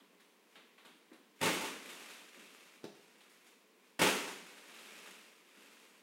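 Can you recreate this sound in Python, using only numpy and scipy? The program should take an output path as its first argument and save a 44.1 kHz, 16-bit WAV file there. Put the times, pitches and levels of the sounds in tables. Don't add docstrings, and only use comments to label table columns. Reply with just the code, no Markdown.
import sys
import numpy as np
from scipy import signal
from scipy.fft import rfft, irfft
from scipy.io import wavfile
from scipy.ndimage import uniform_filter1d

SR = 44100
rng = np.random.default_rng(int(sys.argv[2]) if len(sys.argv) > 2 else 0)


def wrap_up_sound(samples):
    columns = np.atleast_2d(samples).T
    tamed = np.clip(columns, -1, 1)
    steps = np.round(tamed * 32767).astype(np.int16)
    wavfile.write(sys.argv[1], SR, steps)


N = 265482
TIME = np.arange(N) / SR

# start_s, finger_level_db, palm_delay_s, palm_level_db, spring_back_delay_s
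SLAP_TIMES = [(1.410, -3, .018, -1, .045), (3.991, -0.7, .024, 5.5, .073)]
# start_s, level_db
BUMP_TIMES = [(1.520, -8), (1.606, -9.5), (1.640, -11.5), (4.272, -15)]
# crumple_decay_s, drum_re_crackle_db, drum_tilt_db_per_octave
BUMP_BLOW = (0.026, -1, 0.84)
FINGERS, PALM, SPRING_BACK = (0.017, -4.5, -5.5), (0.012, -2.2, -1.3), (0.014, -0.65, -0.97)
SPRING_BACK_DB = -0.54


def blows():
    # start_s, level_db, crumple_decay_s, drum_re_crackle_db, drum_tilt_db_per_octave
    rows = [(start_s, level_db, *BUMP_BLOW) for start_s, level_db in BUMP_TIMES]
    for start_s, finger_db, palm_delay_s, palm_db, spring_delay_s in SLAP_TIMES:
        rows.append((start_s, finger_db, *FINGERS))
        rows.append((start_s + palm_delay_s, palm_db, *PALM))
        rows.append((start_s + spring_delay_s, SPRING_BACK_DB, *SPRING_BACK))
    return rows


# pitch_hz, level_db, t60_s
DRUM_MODES = [(111, -1, 0.092), (172, 4.5, 0.44), (194.3, 3, 0.38), (247.3, 5, 0.15), (306.7, 5, 0.19),
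              (340, -2, 0.29), (385, -17, 0.21), (432.2, 3.5, 0.25), (526.5, 4.5, 0.27), (585.5, -4, 0.3),
              (637, -7, 0.18), (888, 12, 0.16), (1000, -10, 0.29), (1112, 4, 0.18), (1370, -2, 0.16)]
# frequency_hz, level_db_per_hz
BUCKLE_SPECTRUM = [(60, -23), (85, -28), (125, -20), (170, -9), (300, -1), (520, -2.5), (700, -9),
                   (950, -6), (1600, -8), (2300, -6.3), (3200, -10), (4700, -16.5), (9500, -19),
                   (15700, -29.5)]


def slaps(echoes, lowest_hz=105):
    foil = np.zeros(N)
    drums = np.zeros((len(echoes), N))
    for k, (start_s, level_db, decay_s, drum_db, tilt_db) in enumerate(blows()):
        burst = crumple(decay_s, per_s=5000, spread_db=3.0, swell=0.07)
        add(foil, start_s, from_db(level_db) * burst)
        drum_blow = ring(DRUM_MODES, spread_db=2.0, tilt_db=tilt_db)
        add(drums[k % len(echoes)], start_s, from_db(level_db + drum_db) * drum_blow)
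    snapping = scattered(foil, echoes, direct_db=-4.5, echo_db=1.0)
    crackle = through(snapping, colour(BUCKLE_SPECTRUM))
    boom = sum(in_hall(drum, echo, direct_db=-5.5, echo_db=-17) for drum, echo in zip(drums, echoes))
    return crackle + cut(boom, lowest_hz, "high", order=4)


# start_s, level_db, crinkle_level_db
PAT_TIMES = [(.002, -36.5, -46), (.199, -34, -37.5), (0.556, -24.5, -39), (.780, -28.5, -41),
             (.849, -25, -32), (1.128, -32, -36.5), (1.892, -22, -21), (2.098, -25.5, -29),
             (3.207, -33, -38), (3.293, -44, -35), (3.465, -36, -33.5), (4.697, -27, -38),
             (4.786, -27, -30), (5.060, -26.5, -30.5)]
# frequency_hz, level_db_per_hz
CRINKLE_SPECTRUM = [(1000, -34), (3500, -1), (6000, -4.5), (9300, -2), (11500, -6), (16000, -17)]
PAT_BAND_HZ = (550, 3970)
PAT_DECAY_S, CRINKLE_DECAY_S = 0.016, 0.011
POP_DB = -6


def pats(echoes):
    creases, wrinkles = np.zeros(N), np.zeros(N)
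    low_hz, high_hz = PAT_BAND_HZ
    for start_s, level_db, crinkle_db in PAT_TIMES:
        flips = crumple(PAT_DECAY_S, per_s=4000, spread_db=2.5, swell=0.1)
        flips[0] += from_db(POP_DB)
        burst = scattered(flips, echoes[:3], direct_db=-4.0, echo_db=-2.0, spread_s=0.0016)
        burst = cut(burst, low_hz, "high")
        burst = cut(burst, high_hz, "low", order=8)
        add(creases, start_s, from_db(level_db) * unit_energy(burst))
        crinkle = crumple(CRINKLE_DECAY_S, per_s=2300, spread_db=1.0)
        add(wrinkles, start_s, from_db(crinkle_db) * crinkle)
    fine = scattered(wrinkles, echoes, direct_db=-7, echo_db=-3.0)
    return creases + through(fine, colour(CRINKLE_SPECTRUM))


# time_s, level_db
RUSTLE_SPELLS = [
    [(.46, -79), (.58, -63)],
    [(1.37, -68), (1.44, -54.5)],
    [(1.84, -52), (2.13, -53), (2.338, -64), (2.368, -57), (2.714, -62), (2.81, -67)],
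    [(2.97, -64.5), (3.072, -67.5), (3.504, -66.5), (3.696, -92), (3.88, -67.5), (3.97, -77)],
    [(4.48, -56.5), (4.684, -59), (4.714, -55), (4.878, -55), (5.058, -53.5), (5.444, -69.5), (5.602, -60),
     (5.864, -63), (6.02, -68.5)],
]
# frequency_hz, level_db_per_hz
RUSTLE_SPECTRUM = [(120, -28.5), (190, -1), (330, -1), (480, -0.5), (700, -6), (1200, -3.5), (2100, -1.5),
                   (2450, 0.5), (2900, -2), (4900, -9.5), (8300, -11), (12700, -17), (15700, -25)]
RUSTLE_DB = -1.15


def rustle(echoes, hall_lag_s=0.019):
    flex = np.zeros(N)
    for spell in RUSTLE_SPELLS:
        times_s, levels_db = np.transpose(spell)
        flex += from_db(np.interp(TIME + hall_lag_s, times_s, levels_db, left=-120, right=-120))
    ticks_per_s = 800 * np.sqrt(flex / flex.max()) + 250
    ticks = snaps(ticks_per_s, spread_db=4.0, size=N)
    power = uniform_filter1d(ticks ** 2, size=4096)
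    ticks = ticks / np.sqrt(np.maximum(power, 1e-6))
    ticking = scattered(ticks * flex, echoes, direct_db=-4.5, echo_db=-1.1)
    return from_db(RUSTLE_DB) * through(ticking, colour(RUSTLE_SPECTRUM))


# start_s, level_db
KNOCK_TIMES = [(2.833, -28.5), (2.8408, -15.5), (2.850, -21.5)]
# pitch_hz, level_db, t60_s
KNOCK_MODES = [(176, -7, .07), (276, -2, .06), (337, 1, 0.094), (409, 1, 0.15), (590, -4.5, .02)]
# frequency_hz, level_db_per_hz
KNOCK_SPECTRUM = [(100, -19), (200, 2.5), (550, -1), (1000, -6), (1500, -10), (3000, -11.5), (5000, -13),
                  (8000, -22.5), (16000, -33)]


def knock(echoes, contact_db=-2.5, body_db=-2.5, lowest_hz=125):
    body, contact = np.zeros(N), np.zeros(N)
    for start_s, level_db in KNOCK_TIMES:
        add(body, start_s, from_db(level_db + body_db) * ring(KNOCK_MODES, spread_db=5))
        rough = crumple(0.0053, per_s=3300, spread_db=0.0)
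        add(contact, start_s, from_db(level_db + contact_db) * rough)
    click = through(in_hall(contact, echoes[1], direct_db=-4, echo_db=-4), colour(KNOCK_SPECTRUM))
    hollow = in_hall(body, echoes[0], direct_db=0, echo_db=-7.5)
    return cut(hollow + click, lowest_hz, "high", order=4)


# start_s, level_db
STEP_TIMES = [(.004, -30), (.125, -32.5), (.556, -32), (0.849, -26), (1.109, -21.5), (1.845, -25.5),
              (2.358, -22.5), (4.41, -30), (5.066, -30), (5.556, -30)]
# frequency_hz, level_db_per_hz
STEP_SPECTRUM = [(100, -32), (170, -2), (300, 2.5), (480, -5), (800, -16), (2000, -17.5), (8000, -62)]


def footsteps(echoes):
    landings = np.zeros(N)
    for start_s, level_db in STEP_TIMES:
        add(landings, start_s, from_db(level_db) * crumple(0.022, per_s=1700, spread_db=1.5))
    padding = scattered(landings, echoes, direct_db=-5.5, echo_db=-5.5)
    return through(padding, colour(STEP_SPECTRUM))


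# frequency_hz, t60_s
HALL_DECAY = [(80, 0.099), (200, 0.8), (500, 0.69), (2500, 0.81), (7000, 0.87), (15000, 0.71)]


def hallway(build_s=0.0035, early_db=3.5, early_s=0.031):
    t = TIME[:SR]
    white = rfft(rng.standard_normal(len(t)))
    hz = np.fft.rfftfreq(len(t), 1 / SR)
    tail = np.zeros(len(t))
    for k, (_, t60_s) in enumerate(HALL_DECAY):
        band = at_hz([(row[0], j == k) for j, row in enumerate(HALL_DECAY)], hz)
        tail += irfft(white * band, len(t)) * from_db(-60 * t / t60_s)
    build = 1 - np.exp(-t / build_s)
    early_lift = from_db(early_db * np.exp(-t / early_s))
    return unit_energy(tail * build * early_lift)


# frequency_hz, level_db_per_hz
AIR_SPECTRUM = [(150, -7), (200, -0.5), (300, -2), (440, 0.5), (620, -8), (820, -10.5), (1000, -5.5),
                (1400, -12.5), (2400, -8), (4200, -16.5), (8000, -20.5), (15700, -23.5)]
AIR_DB = -68


def room_air():
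    hush = through(rng.standard_normal(N), colour(AIR_SPECTRUM))
    return from_db(AIR_DB) * cut(hush, 167, "high", order=10)


def snaps(per_s, spread_db, size):
    levels_db = spread_db * np.minimum(rng.exponential(1, size), 4)
    sizes = from_db(levels_db) * rng.choice([-1, 1], size)
    return sizes * (rng.random(size) < per_s / SR)


def crumple(decay_s, per_s, spread_db, swell=0.16):
    t = TIME[:SR]
    envelope = np.exp(-t / decay_s) * (1 - np.exp(-t / (swell * decay_s)))
    return unit_energy(snaps(per_s, spread_db, len(t)) * envelope)


def ring(modes, spread_db, tilt_db=0):
    t = TIME[:SR]
    shares = from_db(spread_db * rng.standard_normal(len(modes))) * rng.choice([-1, 1], len(modes))
    total = np.zeros(len(t))
    for share, (hz, level_db, t60_s) in zip(shares, modes):
        mode = unit_energy(np.sin(2 * np.pi * hz * t) * from_db(-60 * t / t60_s))
        total += share * from_db(level_db + tilt_db * np.log2(hz)) * mode
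    return unit_energy(total)


def scattered(clicks, echoes, direct_db, echo_db, spread_s=0.0032):
    spot = rng.integers(0, len(echoes), len(clicks))
    out = np.zeros(len(clicks))
    for k, echo in enumerate(echoes):
        spreading = np.exp(-TIME[:len(echo)] / spread_s)
        surface = unit_energy(rng.standard_normal(len(echo)) * spreading)
        path = from_db(direct_db) * surface + from_db(echo_db) * echo
        out += through(clicks * (spot == k), path)
    return out


def in_hall(x, echo, direct_db, echo_db):
    return from_db(direct_db) * x + from_db(echo_db) * through(x, echo)


def colour(spectrum, size=4096):
    level_db = at_hz(spectrum, np.fft.rfftfreq(size, 1 / SR))
    cepstrum = irfft(np.log(from_db(level_db)))
    cepstrum[1:size // 2] *= 2
    cepstrum[size // 2 + 1:] = 0
    return unit_energy(irfft(np.exp(rfft(cepstrum))))


def from_db(db):
    return 10 ** (np.asarray(db) / 20)


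def unit_energy(x):
    return x / np.sqrt(np.sum(x ** 2) + 1e-20)


def at_hz(points, hz):
    point_hz, values = np.array(points).T
    return np.interp(np.log(np.maximum(hz, 1)), np.log(point_hz), values)


def add(track, start_s, sound):
    start = max(0, round(start_s * SR))
    track[start:start + len(sound)] += sound[:N - start]


def through(x, response):
    return signal.fftconvolve(x, response)[:len(x)]


def cut(x, hz, kind, order=2):
    sos = signal.butter(order, min(hz, 0.45 * SR), kind, fs=SR, output="sos")
    return signal.sosfilt(sos, x + 1e-18)


def scene():
    echoes = [hallway() for _ in range(6)]
    light = pats(echoes) + rustle(echoes) + footsteps(echoes)
    light = cut(light, 160, "high", order=8)
    return (slaps(echoes) + knock(echoes) + light + room_air())[None]


CUTOFF_HZ = 15850


def record(dry):
    thin = cut(dry, 57, "high", order=3)
    steep = signal.ellip(12, 0.1, 80, CUTOFF_HZ, fs=SR, output="sos")
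    return signal.sosfilt(steep, thin)


dry = scene()
out = record(dry)
wrap_up_sound(out)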